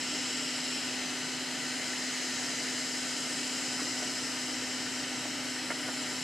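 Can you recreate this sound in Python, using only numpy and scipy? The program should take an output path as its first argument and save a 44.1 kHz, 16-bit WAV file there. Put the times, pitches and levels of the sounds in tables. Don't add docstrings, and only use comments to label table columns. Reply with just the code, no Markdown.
import sys
import numpy as np
from scipy import signal
from scipy.fft import rfft, irfft
from scipy.io import wavfile
from scipy.ndimage import map_coordinates

SR = 44100
rng = np.random.default_rng(int(sys.argv[2]) if len(sys.argv) > 2 else 0)


def generate_wav(signal):
    frames = np.transpose(np.atleast_2d(signal))
    scaled = np.clip(frames, -1, 1) * 32767
    pcm = np.round(scaled).astype(np.int16)
    wavfile.write(sys.argv[1], SR, pcm)


N = 274743
TIME_S = np.arange(N) / SR
BINS_HZ = np.arange(N // 2 + 1) * SR / N


def from_db(db):
    return 10 ** (np.asarray(db) / 20)


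def rms(x):
    return np.sqrt(np.mean(x ** 2) + 1e-20)


def filtered(x, order, hz, kind="low"):
    return signal.sosfilt(signal.butter(order, hz, kind, fs=SR, output="sos"), x)


def automation(points):
    return np.interp(TIME_S, *np.transpose(points))


def eq_curve_db(points):
    hz, db = np.transpose(points)
    return np.interp(np.log(BINS_HZ + 1e-9), np.log(hz), db)


def bells_db(bells):
    return sum(db * .5 ** ((2 * (BINS_HZ - centre) / width) ** 2) for centre, width, db in bells)


def drift(rate_hz):
    size = N // 100 + 2
    rolloff = 1 + (BINS_HZ[:size // 2 + 1] / rate_hz) ** 2
    slow = irfft(rfft(rng.standard_normal(size)) / rolloff, size)
    return np.interp(np.linspace(0, size - 1, N), np.arange(size), slow / rms(slow))


def gate(start_s, length_s, fade_s):
    return np.clip(np.minimum(TIME_S - start_s, start_s + length_s - TIME_S) / fade_s, 0, 1)


def ring(force, hz, t60_s):
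    decay, angle = from_db(-60 / (t60_s * SR)), 2 * np.pi * hz / SR
    return signal.lfilter([0, np.sin(angle)], [1, -2 * decay * np.cos(angle), decay ** 2], force + 1e-18)


def bench_rumble(level_db=-72, swell_db=7.5, peak_s=4.4, swell_s=.9):
    rumble = filtered(rng.standard_normal(N), 3, [58, 125], "band")
    settling = np.exp(-((TIME_S - peak_s) / swell_s) ** 2)
    return from_db(level_db + swell_db * settling) * rumble / rms(rumble)


def transformer_hum(pitch_hz=120, start_db=-69.5, rise_db_per_s=1.47):
    peak = np.sqrt(2) * from_db(start_db + rise_db_per_s * TIME_S)
    return peak * np.sin(2 * np.pi * pitch_hz * TIME_S)


# harmonic, level_db
BLOWER_TONES = [(1, -44), (3, -63.5), (6, -60.5), (12, -56.5)]
def blower_hum(shaft_hz=253.0, wobble_hz=0.173):
    turns = np.cumsum(shaft_hz + wobble_hz * drift(3.33)) / SR
    out = 0
    for harmonic, level_db in BLOWER_TONES:
        flutter = 1 + (0.076 if harmonic == 1 else 0.2) * drift(23.0)
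        tone = np.sin(2 * np.pi * (round(harmonic) * turns + rng.random()))
        out += np.sqrt(2) * from_db(level_db) * flutter * tone
    return out


# pitch_hz, gain_db, t60_s
BOARD_MODES = [(299, -7, 0.099), (486, -9, 0.058), (615, -3.5, 0.063), (722, -5, 0.075), (925, -4, 0.045),
               (1115, -10, 0.032), (1403, -5, 0.044), (1467, 2.5, 0.056), (1770, 0, 0.038),
               (1870, 2, 0.051), (2140, 6, 0.03), (2290, -1, 0.036)]
def board_ring(force, brightness_hz):
    force = filtered(force, 2, brightness_hz)
    force = filtered(force, 2, 220, "high")
    return sum((-1) ** k * from_db(gain_db) * ring(force, pitch_hz, t60_s)
               for k, (pitch_hz, gain_db, t60_s) in enumerate(BOARD_MODES))


# start_s, board_db, contact_s, brightness_hz, rub_db, rattle_db
KNOCK_CUES = [(3.791, -43, 0.028, 2400, -42.5, -54), (3.816, -39, 0.012, 260, -47, -54),
              (3.869, -45, 0.014, 900, -50, -56), (4.02, -40.5, 0.018, 700, -48, -56),
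              (4.482, -46, 0.015, 900, -54, -58), (5.251, -43, 0.018, 2000, -44, -53),
              (5.562, -46, 0.01, 1800, -47, -47), (5.702, -33.5, 0.016, 2500, -43, -39),
              (5.882, -38.5, 0.02, 740, -53, -42)]
def tweezer_knocks(scuff=0.69, chatter=0.55, clicks=4):
    out, size = np.zeros(N), SR // 5
    t = np.arange(size) / SR
    for start_s, board_db, contact_s, brightness_hz, rub_db, rattle_db in KNOCK_CUES:
        friction = rng.standard_normal(size) * np.sin(np.pi * np.minimum(t / contact_s, 1) ** .5)
        force = scuff * friction / np.linalg.norm(friction)
        force[0] += 1
        chatter_at = (contact_s * SR * rng.random(clicks)).astype(int)
        force[chatter_at] += chatter * rng.choice([-1, 1], clicks)
        body = board_ring(force, brightness_hz)
        rub = filtered(friction, 3, [600, 2200], "band")
        rattle = ring(force, hz=1436, t60_s=.035)
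        layers = [(board_db, body), (rub_db, rub), (rattle_db, rattle)]
        knock = sum(from_db(db) * layer / rms(layer[t < contact_s]) for db, layer in layers)
        start = round(start_s * SR)
        out[start:start + size] += knock[:N - start]
    return out


# start_s, length_s, pitch_hz, glide_hz_per_s, width_hz, level_db
WHISTLE_CUES = [(-.2, 1.15, 5380, 1, 220, -47.5), (-.2, 1.45, 2838, 0, 950, -47),
                (-.2, 1.1, 7660, 2, 450, -49), (.82, 0.58, 6100, 2, 140, -51),
                (.8, 1.5, 7200, 70.5, 120, -54.5), (1.506, 0.45, 9200, -2, 400, -58),
                (1.901, 1.1, 6270, 201, 450, -53), (2.798, .9, 8100, 99, 200, -52),
                (1.602, 1.34, 1938, 0, 423, -46.5), (2.047, 0.75, 5820, 80, 160, -53),
                (3.706, 0.52, 5900, 0, 160, -50.5), (3.95, .5, 8370, 0, 180, -60),
                (5.8, .7, 7320, 0, 139, -49)]
def edge_whistles(fade_s=0.21):
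    out = 0
    for start_s, length_s, pitch_hz, glide_hz_per_s, width_hz, level_db in WHISTLE_CUES:
        turbulence = filtered(rng.standard_normal((2, N)), 2, width_hz / 2)
        glide_hz = glide_hz_per_s * np.clip(TIME_S - start_s, 0, length_s)
        phase = 2 * np.pi * np.cumsum(pitch_hz + glide_hz) / SR
        note = turbulence[0] * np.cos(phase) + turbulence[1] * np.sin(phase)
        out += from_db(level_db) * note / rms(note) * gate(start_s, length_s, fade_s)
    return out


def early_reflections(x, share=0.33, sway_s=.00002, paths=8):
    treble = filtered(x, 2, 3300, "high")
    out = x.copy()
    for delay_s in rng.uniform(.003, .014, paths):
        read_at = (TIME_S - delay_s - sway_s * drift(0.42)) * SR
        for channel in range(2):
            echo = map_coordinates(treble[channel], [read_at], order=2, mode="wrap")
            out[channel] += share / np.sqrt(paths) * echo
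    return out


# time_s, extra_path_cm
BOUNCE_PATH = [(0, 13.4), (.7, 13.3), (1.1, 16.5), (1.8, 15.2), (2.5, 15.3), (3.3, 14.2), (3.9, 13.5),
               (4.3, 12.4), (5.1, 12.5), (6.23, 14.6)]
def board_bounce(x, share=0.097, sound_cm_per_s=34300):
    read_at = np.arange(N) - automation(BOUNCE_PATH) / sound_cm_per_s * SR
    treble = signal.sosfiltfilt(signal.butter(2, 2800, "high", fs=SR, output="sos"), x)
    echo = np.array([map_coordinates(channel, [read_at], order=2, mode="wrap") for channel in treble])
    return x + share * echo


# start_s, length_s, centre_hz, width_hz, gain_db
HOLLOW_CUES = [(0.3, 1.3, 6590, 200, -5), (1.2, .55, 6570, 220, -1), (-0.2, 1.1, 5850, 300, -2),
               (1.0, .85, 5620, 330, -4), (-1.5, 1.6, 7600, 200, -2), (-1.5, 1.2, 7500, 200, -2.5),
               (5, 1.35, 4820, 250, -3.5), (4.5, 1.6, 5200, 600, -1.5), (5, .9, 7220, 200, -8),
               (4.5, 0.96, 10400, 2300, -1.8), (3.5, 2.1, 3330, 150, -4), (5.5, 2.2, 6600, 510, -3),
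               (4.6, 1.5, 6500, 370, -0.5), (-1.5, 2.25, 13000, 2700, -1)]
def hiss_hollows(x, fade_s=0.082):
    spectrum, out = rfft(x), x.copy()
    for start_s, length_s, *bell in HOLLOW_CUES:
        cut = irfft(spectrum * (from_db(bells_db([bell])) - 1), N)
        out += gate(start_s, length_s, fade_s) * cut
    return out


# freq_hz, gain_db
AIR_EQ = [(30, -23), (80, -9), (140, 3), (400, 5), (900, -7), (1100, -7), (1500, -10), (3000, 0),
          (3550, -4.5), (4200, -3.5), (7800, -4.5), (10500, -20), (13000, -26), (14500, -39.5)]
# centre_hz, width_hz, gain_db
BARREL_RESONANCES = [(150, 17, 4.5), (208.2, 4, 5.5), (232, 5.5, 5.5), (288.6, 50, 11.5), (340, 36, 2),
                     (378, 45, 3), (619, 35, 7), (703, 17, 4.5), (771, 117, 6.5), (927, 140, 8),
                     (1007, 26, 5.5), (1205, 88, 5.5), (1278, 68, 7), (1365.5, 62, 13.5),
                     (1486.4, 50, 14.5), (1520, 13, 10.5), (1592, 81, 8.5), (1714, 156, 7),
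                     (1815.6, 58, 12.5), (1952, 113, 11.5), (2066, 78, 9.5), (2170, 98, 5.5), (2279, 30, 9),
                     (2410, 17, 3.5), (2576, 23, 6), (2607, 43, 5), (2827, 70, 6), (2936, 91, 5),
                     (3047, 46, -0.5), (3170, 210, 3)]
# centre_hz, width_hz, gain_db
NOZZLE_RESONANCES = [(3570, 200, -1.3), (3893, 123, 6), (4110, 175, 5), (4294, 127, 5), (4980, 440, 7),
                     (5364, 270, 7), (5700, 200, -2.5), (6560, 200, 1), (5850, 150, 2.5), (7240, 130, 3),
                     (7510, 130, 6), (7910, 240, 3), (8450, 590, -5), (9880, 830, 4.5), (12650, 400, 2.5)]
# freq_hz, side_minus_mid_db
AIR_WIDTH = [(30, -26), (60, -13), (230, -20), (650, -14.5), (1100, -12), (1350, -14), (2800, -15),
             (3600, -7.5), (4000, -8.5), (4600, -12), (5200, -13), (6300, -8), (7600, -16.5), (8400, -3.5),
             (10000, -11), (12000, -17), (13000, -32)]
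# freq_hz, left_minus_right_db
AIR_PAN = [(300, 0.5), (1100, 0), (1700, 2), (3000, -0.8), (4400, 2.0), (7000, 1.5), (8000, 3), (9800, 0)]
def handpiece_turbulence():
    colour_db = eq_curve_db(AIR_EQ) + bells_db(BARREL_RESONANCES) + bells_db(NOZZLE_RESONANCES)
    direct, scattered = rfft(rng.standard_normal((2, N))) * from_db(colour_db)
    left_right = np.array([[1], [-1]])
    side = left_right * scattered * from_db(eq_curve_db(AIR_WIDTH))
    pan = from_db(left_right * eq_curve_db(AIR_PAN) / 2)
    return irfft((direct + side) * pan, N)


# time_s, fader_db
HISS_RIDE = [(0.0, -40), (0.21, -38), (0.78, -39), (0.9, -40), (1.41, -40.5), (2.51, -36.5), (2.81, -38),
             (3.8, -36.5), (4.5, -38), (5.05, -38.5), (5.62, -40), (6.23, -38)]
CROSSOVERS_HZ = [450, 1100, 2400, 4400, 5700, 8300]
# level_db, ride_share, fade_db_per_s
AIR_BANDS = [(-46.5, 0.11, 0), (-48.5, 0.071, 0), (-43, 0.00058, 0.04), (-42, 0.16, 0.26), (-42, 0.62, 0),
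             (-42.0, 0.79, 0.31), (-52, 0.48, 0)]
def air_jet(flicker_db=0.27):
    spectrum = rfft(board_bounce(early_reflections(handpiece_turbulence())))
    ride_db = automation(HISS_RIDE)
    swing_db = ride_db - ride_db.mean()
    band_of_bin = np.searchsorted(CROSSOVERS_HZ, BINS_HZ)
    out = 0
    for k, (level_db, ride_share, fade_db_per_s) in enumerate(AIR_BANDS):
        band = irfft(spectrum * (band_of_bin == k), N)
        fade_db = fade_db_per_s * (TIME_S - TIME_S.mean())
        band_db = level_db + ride_share * swing_db - fade_db + flicker_db * drift(20)
        out += band / rms(band.mean(axis=0)) * from_db(band_db)
    return out


def scene():
    air = hiss_hollows(air_jet()) + edge_whistles()
    return air + blower_hum() + transformer_hum() + bench_rumble() + tweezer_knocks()


def record(dry, low_cut_hz=22, high_cut_hz=15000):
    thinned = filtered(dry, 1, low_cut_hz, "high")
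    return signal.sosfilt(signal.ellip(10, .1, 80, high_cut_hz, fs=SR, output="sos"), thinned)


dry = scene()
out = record(dry)
generate_wav(out)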